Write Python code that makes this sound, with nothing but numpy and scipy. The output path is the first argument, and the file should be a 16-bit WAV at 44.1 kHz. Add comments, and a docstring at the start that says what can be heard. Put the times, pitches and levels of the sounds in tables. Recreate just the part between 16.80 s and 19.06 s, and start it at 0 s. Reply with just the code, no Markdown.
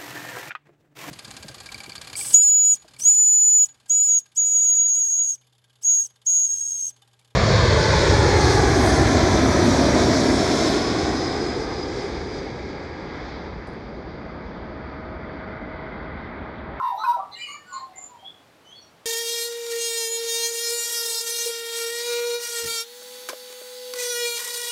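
"""A magpie ends its warble: loud low flute notes from both sides of its voice box, then a quieter
tumble of higher notes. Each is a gliding sine under an arch of breath, some with throat-shaped overtones.
Thin level whistles are single sines, some from small birds, some high edges of the magpie's notes.
Fence and walls return every note as dense decaying echoes over a soft garden wash of filtered noise."""
import sys
import numpy as np
from scipy import signal
from scipy.io import wavfile
from scipy.ndimage import uniform_filter1d

SR = 44100
rng = np.random.default_rng(int(sys.argv[2]) if len(sys.argv) > 2 else 0)


def wav_record(signal):
    """Record a signal, one row per channel, as 16-bit PCM in the file named by sys.argv[1]."""
    frames = np.transpose(np.atleast_2d(signal))
    bounded = np.clip(frames, -1, 1)
    # unit amplitude maps onto the largest positive 16-bit level
    quanta = np.round(bounded * 32767).astype(np.int16)
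    wavfile.write(sys.argv[1], SR, quanta)


def natural_amplitude(level_db):
    """Convert a level in decibels to a linear amplitude factor, elementwise."""
    exponent = np.asarray(level_db, float) / 20
    return 10 ** exponent


N = 99533


def unit_rms(x):
    """Scales to rms 1."""
    return x / np.sqrt(np.mean(np.abs(x) ** 2) + 1e-20)


def read_spectrum(points, hz):
    """Reads a spectrum table on a log-frequency axis."""
    point_hz, value = np.transpose(points)
    return np.interp(np.log(hz + 1), np.log(point_hz + 1), value)


def add(mix, start_s, sound):
    """Mixes a sound in at start_s; whatever falls outside the mix is cut."""
    at = round(start_s * SR)
    sound = sound[max(-at, 0):]
    part = mix[max(at, 0):][:len(sound)]
    part += sound[:len(part)]


def drift(size, hz):
    """Smooth random curve, up to roughly hz, rms about 1: noise through two moving averages."""
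    width = max(round(SR / hz / 2), 1)
    curve = rng.standard_normal(SR // 4)
    for _ in range(2):
        curve = uniform_filter1d(curve, width, mode="wrap")
    return curve[:size] * np.sqrt(1.5 * width)


def overtones(hz, turn, top_hz, over_db, tilt_db, throat):
    """Harmonics of one membrane, filtered by the throat; jitter blurs the high ones most."""
    size = len(hz)
    jitter_rad = 0.06 * drift(size, hz=185)
    total = np.zeros(size)
    for k in range(2, int(15500 / top_hz) + 1):
        shape_db = read_spectrum(throat, k * hz) + tilt_db * np.log2(k / 2)
        rasp = 1 + natural_amplitude(-4) * drift(size, hz=500)
        total += natural_amplitude(over_db + shape_db) * rasp * np.sin(k * (turn + jitter_rad) + k * k)
    return total


def note(length_s, from_hz, to_hz, level_db, over_db=None, tilt_db=0, peak=0.38, throat=None,
         waver=0.0039, breath_db=-7, flutter_db=2.5):
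    """One membrane glides under an arch of breath; its overtones pass the throat."""
    u = np.linspace(0, 1, round(np.clip(length_s, 0.01, 0.24) * SR))
    size = len(u)
    hz = (from_hz + (to_hz - from_hz) * u) * (1 + waver * drift(size, hz=41))  # waver: fraction of pitch
    turn = 2 * np.pi * np.cumsum(hz) / SR
    breath = natural_amplitude(breath_db) * drift(size, hz=185)  # airy edge around the pitch
    flutter = natural_amplitude(flutter_db * drift(size, hz=50.6))
    tone = natural_amplitude(level_db) * np.sin(turn) * (flutter + breath)
    if throat:
        tone += overtones(hz, turn, max(from_hz, to_hz), over_db, tilt_db, throat)
    warp = np.log(0.5) / np.log(np.clip(peak, 0.1, 0.9))  # puts the arch top at peak
    arch = np.abs(np.sin(np.pi * u ** warp)) ** 1.3
    return np.sqrt(2) * arch * tone


def loud_notes(mix):
    """Magpie, beak open: fundamentals clean, overtones rough."""
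    # (start [s], length [s], pitch from [Hz], pitch to [Hz], level [dB], overtones [dB],
    #  tilt [dB per octave], peak place [0-1])
    loud = [(-.06, 0.2, 1002, 971, -25, -82, 11, 0.67), (.0, 0.16, 931, 916.3, -33, -48, -9.5, 0.43),
            (0.155, 0.105, 1885, 2082, -63.5, -47.5, -4, 0.57),
            (0.236, 0.058, 1057, 1008, -22.5, -58.5, 4, 0.12),
            (.247, .087, 971, 942, -16.5, -57, 4.5, 0.59), (0.331, 0.046, 995, 952.4, -25, -70, 7.5, 0.23)]
    # open throat response: (frequency [Hz], gain [dB])
    open_throat = [(1900, -0.5), (2900, -6.5), (3900, 3.5), (4850, -4.5), (5700, -5), (6600, -25),
                   (7600, -28.5), (8600, -10.5), (9300, -19), (10400, -42), (11500, -21), (12600, -9.5),
                   (13300, -23.5), (14200, -33)]
    for start_s, *row in loud:
        add(mix, start_s, note(*row, throat=open_throat, waver=0.002, breath_db=-24, flutter_db=0.7))


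def quiet_notes(mix):
    """Magpie, beak half shut: notes a little grainy, through their own throat response."""
    # (start [s], length [s], pitch from [Hz], pitch to [Hz], level [dB], overtones [dB],
    #  tilt [dB per octave])
    quiet = [(0.512, 0.081, 2037, 2043, -62, -44.5, -16), (0.554, 0.1, 1870, 1980, -47.5, -59.5, 9.5),
             (0.581, 0.1, 2382, 2385, -39.5, -41.5, -14.5), (0.61, 0.069, 2984, 2921, -34, -39.5, 0),
             (0.646, 0.12, 2828, 2914, -42.5, -37, -4), (.65, 0.13, 2188, 2220, -46.5, -53, 9.5),
             (0.705, 0.076, 2337, 2330, -45.5, -51, -4), (0.857, 0.14, 1462, 1464, -47.5, -68, 6),
             (.922, 0.12, 1069, 1044, -31, -48.5, -4.5), (1.84, 0.11, 2965, 3200, -53, -35, -40)]
    # half-shut throat response: (frequency [Hz], gain [dB])
    half_shut_throat = [(2100, -12.5), (2900, 7), (3300, -29.5), (4200, 7), (4800, -10), (5800, -39.5),
                        (6600, -9.5), (7300, -0.5), (8800, -23.5), (11500, -37.5)]
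    for start_s, *row in quiet:
        add(mix, start_s, note(*row, throat=half_shut_throat, breath_db=-14.5, flutter_db=1))


def pure_notes(mix):
    """Notes without overtones, with an airy edge: mostly the magpie, last a thin falling whistle."""
    # (start [s], length [s], pitch from [Hz], pitch to [Hz], level [dB])
    pure = [(-.04, 0.14, 1046, 1050, -27), (-.04, 0.064, 1313, 1326, -25.5), (.112, 0.061, 805, 770, -31.5),
            (0.152, 0.05, 720, 615, -44.5), (.17, 0.072, 850, 897, -33), (0.181, 0.09, 1212, 1400, -36),
            (0.241, 0.03, 2545, 2560, -45), (0.234, 0.037, 1425, 1596, -31.5),
            (.265, 0.041, 1520, 1466, -47), (0.31, 0.072, 1344, 1327, -39.5),
            (0.362, 0.035, 690, 620, -40.5), (.358, 0.07, 790, 765, -33), (0.385, 0.085, 1140, 1185, -34.5),
            (0.426, 0.02, 782, 766, -38.5), (0.499, 0.06, 806, 807, -46), (0.526, 0.12, 2065, 2190, -51),
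            (.548, 0.06, 2780, 3050, -47), (0.555, 0.0856, 3940, 4160, -48),
            (0.611, 0.082, 2410, 2553, -44), (.655, 0.098, 2144, 2130, -49.5),
            (0.668, 0.089, 1150, 1165, -44.5), (.73, 0.054, 1175, 1170, -40.5),
            (0.736, 0.16, 1767, 1856, -60), (.893, 0.1, 1136, 1100, -46), (0.979, .08, 1835, 1830, -58.5),
            (0.982, 0.11, 773, 792, -52.5), (1.059, 0.053, 1045, 1050, -58), (1.068, 0.095, 754, 742, -49),
            (1.128, 0.115, 2050, 2105, -52.5), (1.151, 0.1, 759, 735.6, -47),
            (1.167, 0.128, 1040, 1250, -58), (1.285, 0.13, 1015, 900, -49.5),
            (1.372, 0.12, 3155, 3310, -57), (1.444, 0.0645, 3283, 3436, -39),
            (1.423, 0.063, 768, 784, -50.5), (1.906, 0.104, 3227, 3473, -48.5),
            (2.011, .055, 5870, 5500, -57)]
    for start_s, *row in pure:
        add(mix, start_s, note(*row))


def thin_whistles(mix):
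    """Thin level whistles, some from small birds, some high edges of the magpie's notes."""
    # (start [s], length [s], held to 0.24 at most, pitch [Hz], level [dB])
    whistles = [(.83, 0.31, 4740, -64), (0.142, 0.072, 13300, -62.5), (0.52, 0.045, 6270, -64),
                (0.691, 0.084, 6856, -46), (0.92, 0.06, 7010, -43), (1.155, 0.14, 7125, -37.5),
                (1.192, 0.12, 6970, -50.5), (1.955, 0.087, 4413, -50.5), ]
    for start_s, length_s, hz, level_db in whistles:
        add(mix, start_s, note(length_s, hz, hz, level_db, waver=0.0052))


def yard_echoes(song):
    """Dense echoes from fence and walls, each band dying at its own speed."""
    gap_s, echo_db = 0.011, -9
    # decay time: (frequency [Hz], t60 [s])
    decay = [(700, 0.32), (2500, 0.34), (5000, 0.34), (13000, 0.14)]
    taps = rng.standard_normal(SR) * (rng.random(SR) < 2000 / SR)  # about 2000 reflections per second
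    hz, t, z = signal.stft(taps, SR, nperseg=256)
    fade_db = -60 * t / read_spectrum(decay, hz)[:, None]
    tail = signal.istft(z * natural_amplitude(fade_db), SR, nperseg=256)[1]
    tail *= np.clip(np.arange(len(tail)) / (gap_s * SR) - 1, 0, 1)  # silent for one gap, rises over the next
    tail /= np.linalg.norm(tail)
    return natural_amplitude(echo_db) * signal.fftconvolve(song, tail)[:N]


def garden_wash():
    """Distant traffic and leaves: smooth noise with faint patches in time and frequency."""
    wash_db, patch_db = -55.5, -0.24
    # relative spectrum: (frequency [Hz], density [dB per Hz])
    spectrum = [(25, -42.5), (80, -5), (700, -4.5), (2000, -13), (4000, -17), (6000, -23), (15500, -32.5)]
    frames, hz = N // 512 + 5, np.fft.rfftfreq(2048, 1 / SR)
    real, imag, patches = rng.standard_normal((frames, 1025, 3)).T
    patches = uniform_filter1d(patches, size=20, axis=0)  # over frequency
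    patches = unit_rms(uniform_filter1d(patches, size=8, axis=1))  # over time
    z = (real + 1j * imag) * natural_amplitude(read_spectrum(spectrum, hz)[:, None] + patch_db * patches)
    noise = signal.istft(z, nperseg=2048, noverlap=1536)[1][:N]
    return natural_amplitude(wash_db) * unit_rms(noise)


def scene():
    """Magpie notes and thin whistles, their echoes and the wash, in one channel."""
    song = np.zeros(N)
    loud_notes(song)
    quiet_notes(song)
    pure_notes(song)
    thin_whistles(song)
    return (song + yard_echoes(song) + garden_wash())[None]


def roll_off(x):
    """The treble ends steeply here."""
    return signal.sosfilt(signal.butter(12, 15710, fs=SR, output="sos"), x)


def record(dry):
    """Finishes the mix."""
    return roll_off(dry)


dry = scene()
out = record(dry)
wav_record(out)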